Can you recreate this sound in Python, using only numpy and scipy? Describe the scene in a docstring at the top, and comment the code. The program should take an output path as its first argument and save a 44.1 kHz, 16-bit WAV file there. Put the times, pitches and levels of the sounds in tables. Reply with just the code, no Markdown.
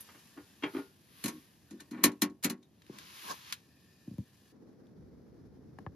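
"""Inside a tent, then outdoors by the flue: a small sheet-steel stove heard on two close microphone ports.
Kindling lands in the firebox and the door is swung shut and latched: contact ticks, ringing steel modes, boom.
Squeaks, sleeves and scuffs are grainy shaped noise, wood snaps are noise bursts, soft thuds are falling chirps.
Behind them lie a faint hiss, a whistle and murmuring air; outdoors the flue rumbles as flickering noise,
the air buffets slowly and the fire pops twice."""
import sys
import numpy as np
from scipy import signal
from scipy.fft import rfft, irfft
from scipy.io import wavfile
from scipy.ndimage import uniform_filter1d

SR = 44100
rng = np.random.default_rng(int(sys.argv[2]) if len(sys.argv) > 2 else 0)


def master_out(mix):
    """Clip the mix to full scale and print it as 16-bit PCM to the path in sys.argv[1]."""
    frames = np.transpose(np.atleast_2d(mix))
    ceiling = np.clip(frames, -1, 1)
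    pcm = np.round(ceiling * 32767).astype(np.int16)
    wavfile.write(sys.argv[1], SR, pcm)


N = 262395
TIME = np.arange(N) / SR  # s
HZ = np.fft.rfftfreq(N, 1 / SR)
RING = np.arange(SR // 3) / SR  # time within one short sound, s
SHARED_ONLY = np.array([[1], [0]])  # a long wave reaches the two ports alike: it has no unrelated part

# blows on door and latch: (time [s], clang [dB], panel boom [dB], time to the rebound [s])
DOOR_BLOWS = [(1.2399, -31.5, -32, 0.0097), (1.2581, -31.5, -31, .016), (1.281, -33, -40, .012),
              (1.709, -50.5, -42, .013), (1.728, -60.5, -38, .014), (1.804, -46, -57, 0.0057),
              (1.911, -47.5, -36, .014), (2.0387, -12.5, -19, .0163), (2.2196, -21, -21, 0.01),
              (2.4375, -31, -55, .0137), (2.445, -23, -22, .0066), (2.4988, -32.5, -30.5, 0.0056),
              (2.628, -63, -64, 0.0077)]
# steel sliding on steel at handle and latch:
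# (start [s], length [s], clang [dB], boom [dB], treble corner [Hz])
SLIDES = [(1.261, .038, -53, -48, 8900), (1.30, .06, -66, -48.5, 1400), (1.918, .116, -44, -40.5, 2100),
          (2.427, .021, -46, -66, 13100)]
# ringing modes of the door: (frequency [Hz], level [dB], t60 [s])
DOOR_MODES = [(169, -15.5, .15), (197, -7.5, 0.17), (238.3, 0, 0.13), (293, 2.5, .14), (322, -7.5, 0.17),
              (378.2, -9.5, 0.18), (489.8, -17.5, 0.11), (545, -23.5, .18), (966, -13, 0.15),
              (1099, -10, .2), (1443, -13.5, .12), (1802, -8, 0.11), (1980, -14, .12), (2307, -5, 0.054),
              (2495, -12.5, .1), (2902, -12, .09), (3704, -15, .09), (4087, -1.5, 0.058),
              (4150, -5.5, 0.064), (4270, -5.5, .07), (6250, -4, 0.062), (7200, -9.5, 0.052),
              (8800, -5.5, .05), (12425, -5, 0.025)]
# kindling landing on the firebox floor: (time [s], clang [dB], panel boom [dB], treble corner [Hz])
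WOOD_BLOWS = [(.088, -50.5, -68, 2030), (.145, -54, -59.5, 2170), (.374, -45.5, -42, 1630),
              (0.6345, -29.5, -28.5, 2780), (.746, -39.5, -31, 1530), (.765, -39, -32, 1800),
              (.785, -42, -34.5, 1660)]
# a stick touches with one end, lands, then tips over: (delay [s], clang change [dB], boom change [dB])
STICK_CONTACTS = [(-.0113, -12.5, -14), (0, 0.5, 0.5), (.027, -12.5, -16)]
# ringing modes of the firebox floor: (frequency [Hz], level [dB], t60 [s])
FLOOR_MODES = [(287.2, 4, 0.11), (334, 0, 0.097), (387.8, -6.5, 0.21), (472.3, -15, 0.21), (644, -22, 0.25),
               (874, -14.5, 0.28), (1095, -10.5, 0.12), (1238, -5.5, 0.08), (1429, -12, 0.26),
               (1770, -11.5, 0.19), (2120, -10, 0.12), (2325, -6, 0.12), (2780, -4, 0.074),
               (3230, 1.5, 0.085)]
# dense upper modes of the sheet steel: (frequency [Hz], relative density [dB per Hz])
SHEET_COLOUR = [(30, -25), (80, -4), (200, 1.5), (400, 3), (700, 0), (1100, 0), (2000, 3), (3500, 2),
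                (5000, 2), (7000, 7), (12000, 8), (16000, -10.5)]
# how long those modes ring: (frequency [Hz], t60 [s])
SHEET_T60 = [(150, 0.23), (400, 0.19), (1040, 0.19), (2760, 0.11), (7280, 0.07), (14000, .06)]
# squeaks of hinge and latch: (peak time [s], low note [dB], high note [dB], rise [s], fall [s])
SQUEAKS = [(1.702, -68, -73, 0.01, 0.015), (1.803, -56.5, -61, 0.011, 0.0081),
           (2.634, -90, -68, 0.0045, 0.017)]
# their low note: (frequency [Hz], relative density [dB per Hz])
SQUEAK_LOW = [(1100, -42), (1500, 5), (1630, -12), (1800, 0), (2100, -25), (2450, -11), (3000, -38)]
# their high note: (frequency [Hz], relative density [dB per Hz])
SQUEAK_HIGH = [(3000, -42), (3500, -11), (3700, -2), (3950, -19), (4800, -32)]
# dry snaps of the wood, the last row the sharp crack of the first pop: (time [s], level [dB], t60 of the
# scatter [s])
SNAPS = [(2.820, -60, 0.045), (2.866, -63.5, 0.043), (2.9864, -45, 0.051), (3.5246, -30, 0.067),
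         (4.869, -70, 0.027), (5.7882, -60, 0.019)]
# colour of a snap: (frequency [Hz], density [dB per Hz])
SNAP_COLOUR = [(100, -13), (700, -18.5), (1050, 2), (1450, 2.5), (2000, 2), (3500, 5.5), (5000, -1.5),
               (6500, -1), (9000, -2.5), (13000, -8), (16000, -27)]
# pops of the fire heard at the flue: (time [s], peak level [dB])
POPS = [(5.7861, -35), (5.864, -30)]
# colour of a pop before its shift in pitch: (frequency [Hz], relative level [dB])
POP_COLOUR = [(30, -14), (95, 10), (300, -0.5), (550, -2), (700, -8.5), (820, 0), (1150, 1.5),
              (1500, -15.5), (1750, -5.5), (2200, -20), (3000, -23), (5000, -44), (14000, -54)]
# dull thuds: (time [s], peak level [dB], pitch [Hz])
THUDS = [(1.240, -38, 165), (1.254, -38.5, 160), (2.896, -34.5, 293), (4.076, -32.5, 205),
         (4.110, -35.5, 196), (4.135, -40, 170), (4.183, -28, 181.7)]
# their shared colour, as it stands at a pitch of THUD_HZ: (frequency [Hz], relative level [dB])
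THUD_COLOUR = [(12, -70), (45, -32), (100, -1.5), (190, 1.5), (300, -5), (450, -26), (560, -19.5),
               (800, -41), (1000, -34), (1500, -50), (4000, -53)]
# strokes of a sleeve: (peak time [s], rub [dB], sheen [dB], rise [s], fall [s])
SWISHES = [(.0076, -73, -44.5, 0.0022, 0.013), (.78, -56.5, -60, 0.1, 0.057),
           (1.24, -57, -59.5, 0.11, 0.14), (3.0, -58, -76, .07, 0.16), (3.30, -47, -52, .13, 0.04),
           (3.51, -51, -62, 0.093, 0.04)]
# low colour of rubbing cloth: (frequency [Hz], relative density [dB per Hz])
RUB = [(300, -28), (750, -10), (1050, 3), (1400, -1), (2500, 0.5), (4000, -0.5), (6500, -6.5), (9000, -16),
       (16000, -35.5)]
# high colour of rubbing cloth: (frequency [Hz], relative density [dB per Hz])
SHEEN = [(2000, -35), (7500, -16), (9500, 0.5), (12000, -2), (13500, -6.5), (16000, -18)]
# scuffs on the ground: (peak time [s], shuffle [dB], grit [dB], rise [s], fall [s])
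SCUFFS = [(2.94, -56.5, -60, 0.029, 0.096), (3.245, -51.5, -74, 0.0073, .012),
          (3.317, -50.5, -35.5, 0.026, .014)]
# their soft colour: (frequency [Hz], relative density [dB per Hz])
SHUFFLE = [(60, -34), (200, 2.5), (380, -6.5), (600, -15), (2000, -37)]
# their gritty colour: (frequency [Hz], relative density [dB per Hz])
GRIT = [(200, -27), (400, -9), (800, -7), (1080, 5.5), (1350, -13), (1630, -5), (2100, -26), (6000, -13.5),
        (16000, -39)]
# draught in the flue, outdoors: (frequency [Hz], relative density [dB per Hz])
FLUE_COLOUR = [(20, -31.5), (40, -25), (65, -11), (110, -3.5), (250, 2.5), (450, -3), (650, -16),
               (1000, -22), (1700, -26), (2800, -37.5), (5500, -32.5), (8000, -44.5), (12000, -40.5),
               (14000, -51)]
# slow, deep buffeting of the outdoor air: (time [s], level [dB])
BUFFET_LEVEL = [(4.55, -80.5), (4.9, -64), (5.0, -55), (5.25, -60), (5.45, -57), (5.95, -56.5)]
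# its colour: (frequency [Hz], relative density [dB per Hz])
BUFFET_COLOUR = [(25, -34), (65, -2), (110, -3), (200, -2.5), (500, -26), (2000, -64)]
# hiss in the tent, before its overall gain: (time [s], level [dB])
HISS_LEVEL = [(0.0, -62.5), (1.14, -76), (1.27, -67), (1.49, -73.5), (2.05, -72.5), (2.47, -86),
              (2.81, -81.5), (3.16, -65), (3.4, -64.5), (3.57, -74.5), (4.39, -72.5), (4.5, -71.5)]
# its colour: (frequency [Hz], relative density [dB per Hz])
HISS_COLOUR = [(200, -12), (750, -4), (1050, 2), (1450, -3), (1780, 6.5), (2050, -4), (2500, 1.5),
               (3900, 0.5), (5000, 0.5), (7000, -2), (9000, -3), (12000, -2.5), (14000, -11),
               (16000, -22.5)]
# faint whistle swelling and fading in the hiss: (peak time [s], level [dB], width [s])
WHISTLE_SWELL = (3.9, -73.5, .35)
# its narrow notes: (frequency [Hz], relative density [dB per Hz])
WHISTLE_NOTES = [(1500, -40), (1780, 0.5), (2050, -31), (2480, -6.5), (3100, -30), (4970, -9), (6500, -45)]
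# low murmur of the air in the tent: (frequency [Hz], relative density [dB per Hz])
AIR_COLOUR = [(20, -33), (45, -18), (75, -1), (120, 0.5), (200, 0), (320, -4.5), (500, -13.5), (900, -20.5),
              (3000, -46)]
# how alike the two ports hear, before each layer's share: (frequency [Hz], correlation [-1 to 1])
LIKENESS = [(60, 1), (300, 0.94), (700, 0.68), (1100, 0.57), (1450, 0.23), (1900, .92), (3300, 0.64),
            (5000, 0.36), (6500, 0.28), (8000, 1), (10000, 0.85), (12000, 0.97), (16000, .8)]
# how far the left port leads: (frequency [Hz], phase [rad])
LEAD = [(20, 0), (2000, 0), (3400, .7), (5000, 0), (6000, -1.3), (7000, -1.7), (8000, -3.0), (8800, -3.3),
        (10000, -4.7), (11300, -6.0), (13000, -6.6), (14600, -9.0), (16000, -9.5)]
# further lead of the left port for sounds from the side: (frequency [Hz], phase [rad])
SIDEWAYS_LEAD = [(100, 0), (300, -0.4), (750, -2.5), (1050, -2), (1400, -3.5), (1800, 1.7), (3400, -0.13),
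                 (5000, 0)]
# how much louder the left port is: (frequency [Hz], level difference [dB])
LEFT_DB = [(60, 0.5), (110, 0.5), (200, 0.5), (380, 0.5), (700, 0.0), (1290, 0.0), (2380, 1.0), (4400, 3.5),
           (8120, 0.5), (15000, 0.0)]

# contacts around each door blow: (clang [dB], boom [dB]) against the blow itself
GRAZE_DB, REBOUND_DB, SETTLE_DB = (-18.5, -28.5), (-14, -9), (-39, -20.5)
GRAZE_S, SETTLE_S = .004, 0.079  # graze before the blow, settling after it
# stronger blows are brighter: treble corner at a clang of 0 dB, and the drop in level that halves it
DOOR_CORNER_HZ, DULLER_DB_PER_OCTAVE = 21600, 44
BOOM_BELOW_HZ = 600  # modes below this belong to the boom, the others to the clang
THUD_HZ = 190
AIR_DB, FLUE_DB = -65.5, -57.5
OUTDOORS_S = 4.525  # middle of the change from tent to outdoors
DRIFT_DB, DRIFT_S, DRIFT_HZ = 1.5, .09, 170  # rms depth, length and width of wandering colour patches
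EDGE_HZ = 16200  # recorder's upper band limit, also the span of the sheet modes


def door():
    """Each blow grazes, hits, rebounds and settles; sliding steel adds runs of small slips."""
    out, panel = np.zeros((2, N)), sheet()
    for s, clang_db, boom_db, rebound_s in DOOR_BLOWS:
        contacts = [(-GRAZE_S, GRAZE_DB), (0, (0, 0)), (rebound_s, REBOUND_DB), (SETTLE_S, SETTLE_DB)]
        for delay, (clang, boom) in contacts:
            corner_hz = DOOR_CORNER_HZ * 2 ** ((clang_db + clang) / DULLER_DB_PER_OCTAVE)
            add(out, s + delay, strike(DOOR_MODES, panel, clang_db + clang, boom_db + boom, corner_hz))
    for start, length, *slip in SLIDES:
        for s in start + length * uneven(count=14):
            gain = amp(rng.normal(-2, 2.5))
            sound = strike(DOOR_MODES, panel, *slip, ring_db=-5, sheet_db=-1, tick_db=1, detune=.06)
            add(out, s, gain * sound)
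    return out


def kindling():
    """Sticks land on the firebox floor, each in a few quick contacts."""
    out, floor = np.zeros((2, N)), sheet()
    for s, clang_db, boom_db, corner_hz in WOOD_BLOWS:
        for delay, clang, boom in STICK_CONTACTS:
            sound = strike(FLOOR_MODES, floor, clang_db + clang, boom_db + boom, corner_hz, ring_db=-3,
                           sheet_db=7.0, tick_db=-5, swell_s=0.00537, spread_s=0.001, detune=0.037)
            add(out, s + delay, sound)
    return out


def sheet(count=340):
    """The crowded modes of a thin steel panel, one ring-down a row; the high ones die first."""
    hz = 60 + EDGE_HZ * uneven(count=count) ** 1.5
    size = amp(read(SHEET_COLOUR, hz)) * np.sqrt(np.gradient(hz))  # a wider gap gives a stronger mode
    size = size / np.linalg.norm(size)
    hz = hz[:, None]
    return size[:, None] * fade(RING, read(SHEET_T60, hz)) * np.exp(2j * np.pi * hz * RING)


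def strike(modes, panel, clang_db, boom_db, corner_hz, ring_db=-8, sheet_db=-1, tick_db=3,
           tick_s=0.0015, swell_s=.009, spread_s=0.001, detune=0.015):
    """One blow: a tick, the clang of the steel, and the slower boom of the whole panel."""
    hz, db, t60 = np.transpose(modes)[:, :, None]
    low = hz[:, 0] < BOOM_BELOW_HZ
    rings = amp(db) * fade(RING, t60)
    # each spot on the panel drives the upper modes in its own way
    phase = rng.random((2, np.sum(~low), 1))  # cycles
    upper = (rings[~low] * np.sin(2 * np.pi * (hz[~low] * RING + phase))).sum(1)
    drive = rng.standard_normal((2, len(panel))) + 1j * rng.standard_normal((2, len(panel)))
    crowd = (drive @ panel).real
    tick = rng.standard_normal((2, len(RING))) * np.exp(-RING / tick_s)
    tick = signal.lfilter([1, -1], [1, -.75], tick)  # the small contact spot radiates little bass
    ringing = amp(ring_db) * upper + amp(sheet_db) * crowd
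    clang = ringing * (1 - np.exp(-RING / spread_s)) + amp(tick_db) * tick
    # a soft striker stays in contact longer and gives less treble
    softness = signal.butter(3, min(corner_hz, SR / 2 - 500), fs=SR, output="sos")
    clang = signal.sosfilt(softness, clang)
    # the low modes build up over a few milliseconds; their pitches vary slightly from blow to blow
    varied_hz = hz[low] * (1 + detune * rng.uniform(-1, 1, (np.sum(low), 1)))
    lag = swell_s * rng.uniform(.9, 1.1, varied_hz.shape)
    boom = (rings[low] * np.sin(2 * np.pi * varied_hz * (RING - lag))).sum(0)
    boom = boom * (1 - np.exp(-(RING / swell_s) ** 2))
    return amp(clang_db) * clang + SHARED_ONLY * amp(boom_db) * boom


def squeaks():
    """Hinge and latch squeak faintly: grainy friction in a low and a high group of notes."""
    return rubbing(SQUEAKS, SQUEAK_LOW, SQUEAK_HIGH, grain_db=2.5)


def snaps(crack_db=3, crack_s=0.0013):
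    """A fibre breaks, or a pop cracks: a sharp crack and a short scatter."""
    out = np.zeros((2, N))
    for s, db, t60 in SNAPS:
        shape = 1.16 * fade(RING, t60) + amp(crack_db) * np.exp(-RING / crack_s)
        add(out, s, amp(db) * rng.standard_normal((2, len(RING))) * shape)
    return coloured(out, SNAP_COLOUR)


def pops():
    """Pockets of gas burst in the fire and sound up the pipe."""
    out = np.zeros((2, N))
    for s, db in POPS:
        add(out, s, amp(db) * thump(POP_COLOUR, 0.97, lag_cycles=1.4, scatter=0.063, scatter_t60=0.027))
    return out


def thuds():
    """Soft, heavy bumps; one colour, shifted by the pitch of each."""
    out = np.zeros((2, N))
    for s, db, hz in THUDS:
        sound = thump(THUD_COLOUR, hz / THUD_HZ, lag_cycles=.9, scatter=0.024, scatter_t60=0.13)
        add(out, s, amp(db) * sound)
    return out


def thump(spectrum, scale, lag_cycles, scatter, scatter_t60):
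    """One push, peak 1, in a given colour: its bass arrives late, a falling chirp, with a weak scatter."""
    hz = abs(np.fft.fftfreq(len(RING), 1 / SR))
    log_size = np.log(amp(read(spectrum, hz / scale)))
    minimum_phase = np.conj(signal.hilbert(log_size))  # the promptest response of this colour
    response = np.exp(minimum_phase - 2j * np.pi * lag_cycles * np.log(hz + 20))
    scattered = scatter * rng.standard_normal((2, len(RING))) * fade(RING, scatter_t60)
    push = SHARED_ONLY * (RING == 0) + scattered
    sound = irfft(rfft(push) * response[:len(RING) // 2 + 1])
    return sound / abs(sound).max()


def sleeves():
    """Cloth rubs on cloth: grainy strokes with a low rub and a high sheen."""
    return rubbing(SWISHES, RUB, SHEEN, grain_db=1.0)


def scuffs():
    """The ground is scuffed: grainy friction, part soft shuffle and part grit."""
    return rubbing(SCUFFS, SHUFFLE, GRIT, grain_db=2.5)


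def rubbing(strokes, low, high, grain_db):
    """Grainy friction in a low and a high colour; each stroke swells to its peak and dies away."""
    s, low_db, high_db, rise, fall = np.transpose(strokes)
    after = TIME[:, None] - s
    swell = np.exp(np.minimum(after / rise, -after / fall))
    grain = unit(amp(flickering(grain_db, size=90)))
    return grain * (swell @ amp(low_db) * noise(low) + swell @ amp(high_db) * noise(high))


def flue(flutter_db=1.4):
    """The draught rumbles unevenly up the pipe, over a deep buffeting of the air."""
    flutter = amp(flickering(flutter_db, size=1200))
    rumble = amp(FLUE_DB) * flutter * noise(FLUE_COLOUR)
    return rumble + level(BUFFET_LEVEL) * noise(BUFFET_COLOUR)


def tent(hiss_db=3, flicker_db=1):
    """A faint, slightly flickering hiss over the murmur of the air."""
    flicker = amp(flickering(flicker_db, size=300))
    hiss = amp(hiss_db) * level(HISS_LEVEL) * flicker * drifting(noise(HISS_COLOUR))
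    return hiss + amp(AIR_DB) * noise(AIR_COLOUR)


def whistle():
    """Narrow, airy notes swell and fade once, their colour wandering."""
    s, db, width = WHISTLE_SWELL
    return amp(db) * np.exp(-((TIME - s) / width) ** 2) * drifting(noise(WHISTLE_NOTES))


def drifting(x):
    """Lets the colour of a noise wander in random patches."""
    hz, t, z = signal.stft(x, SR, nperseg=1024)
    patches = rng.standard_normal(z.shape[1:])
    for axis, span in enumerate([DRIFT_HZ / hz[1], DRIFT_S / t[1]]):
        patches = uniform_filter1d(patches, size=max(round(span), 1), axis=axis)
    wandered = signal.istft(z * amp(DRIFT_DB * unit(patches)), SR, nperseg=1024)[1]
    return unit(wandered[:, :N])


def flickering(rms_db, size):
    """A random wander in decibels, smoothed over a number of samples."""
    return rms_db * unit(uniform_filter1d(rng.standard_normal(N), size=size))


def noise(spectrum):
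    """Two unrelated noises of one colour, at an rms of one."""
    return unit(coloured(rng.standard_normal((2, N)), spectrum))


def coloured(x, spectrum):
    """Gives a sound a spectrum."""
    size = x.shape[-1]
    return irfft(rfft(x) * amp(read(spectrum, np.fft.rfftfreq(size, 1 / SR))), size)


def amp(db):
    """Decibels to gain."""
    return 10 ** (np.asarray(db) / 20)


def unit(x):
    """Scales to an rms of one."""
    return x / np.sqrt(np.mean(x ** 2) + 1e-20)


def read(points, hz):
    """Reads a table along a logarithmic frequency axis."""
    f, value = np.transpose(points)
    return np.interp(np.log(hz + 1), np.log(f + 1), value)


def level(curve):
    """A gain for every sample from rows of (time [s], level [dB])."""
    return amp(np.interp(TIME, *np.transpose(curve)))


def fade(t, t60):
    """Exponential ring-down by 60 dB in t60 seconds."""
    return np.exp(-np.log(1000) * t / t60)


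def uneven(count):
    """Unevenly spaced points from 0 to 1."""
    return (np.arange(count) + rng.random(count)) / count


def add(mix, s, sound):
    """Mixes a sound in at a time in seconds."""
    part = mix[:, max(round(s * SR), 0):][:, :sound.shape[-1]]
    part += sound[..., :part.shape[1]]


def ports(pair, share=1, lead=0):
    """Turns a shared signal and an unrelated one into what the two close ports pick up."""
    shared, unrelated = rfft(pair)
    same = np.clip(read(LIKENESS, HZ) * share, -1, 1)
    right = same * shared + np.sqrt(1 - same ** 2) * unrelated
    right = right * np.exp(-1j * (read(LEAD, HZ) + lead))
    return irfft(np.array([shared, right]), N)


def scene():
    """The stove up close, with the tent around it first, then the flue from outside."""
    outdoors = np.clip((TIME - OUTDOORS_S) / 0.013 + .5, 0, 1)  # 13 ms crossfade of the background
    ahead = ports(door() + kindling() + squeaks() + thuds() + pops())
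    aside = ports(snaps() + sleeves() + scuffs(), lead=read(SIDEWAYS_LEAD, HZ))
    inside = ports(tent() + whistle(), share=.9)
    outside = ports(flue(), share=0.64)
    around = (1 - outdoors) * inside + outdoors * outside
    balance = amp(read(LEFT_DB, HZ) * np.array([[.5], [-.5]]))  # half up on the left, half down on the right
    return irfft(rfft(ahead + aside + around) * balance, N)


def record(dry, low_cut_hz=55):
    """The microphone's low cut and the recorder's band limit."""
    low_cut = signal.butter(2, low_cut_hz, "high", fs=SR, output="sos")
    lean = signal.sosfilt(low_cut, dry)
    band_limit = signal.firwin(401, EDGE_HZ, window=("kaiser", 9), fs=SR)
    return signal.oaconvolve(lean, band_limit[None], "same")


dry = scene()
out = record(dry)
master_out(out)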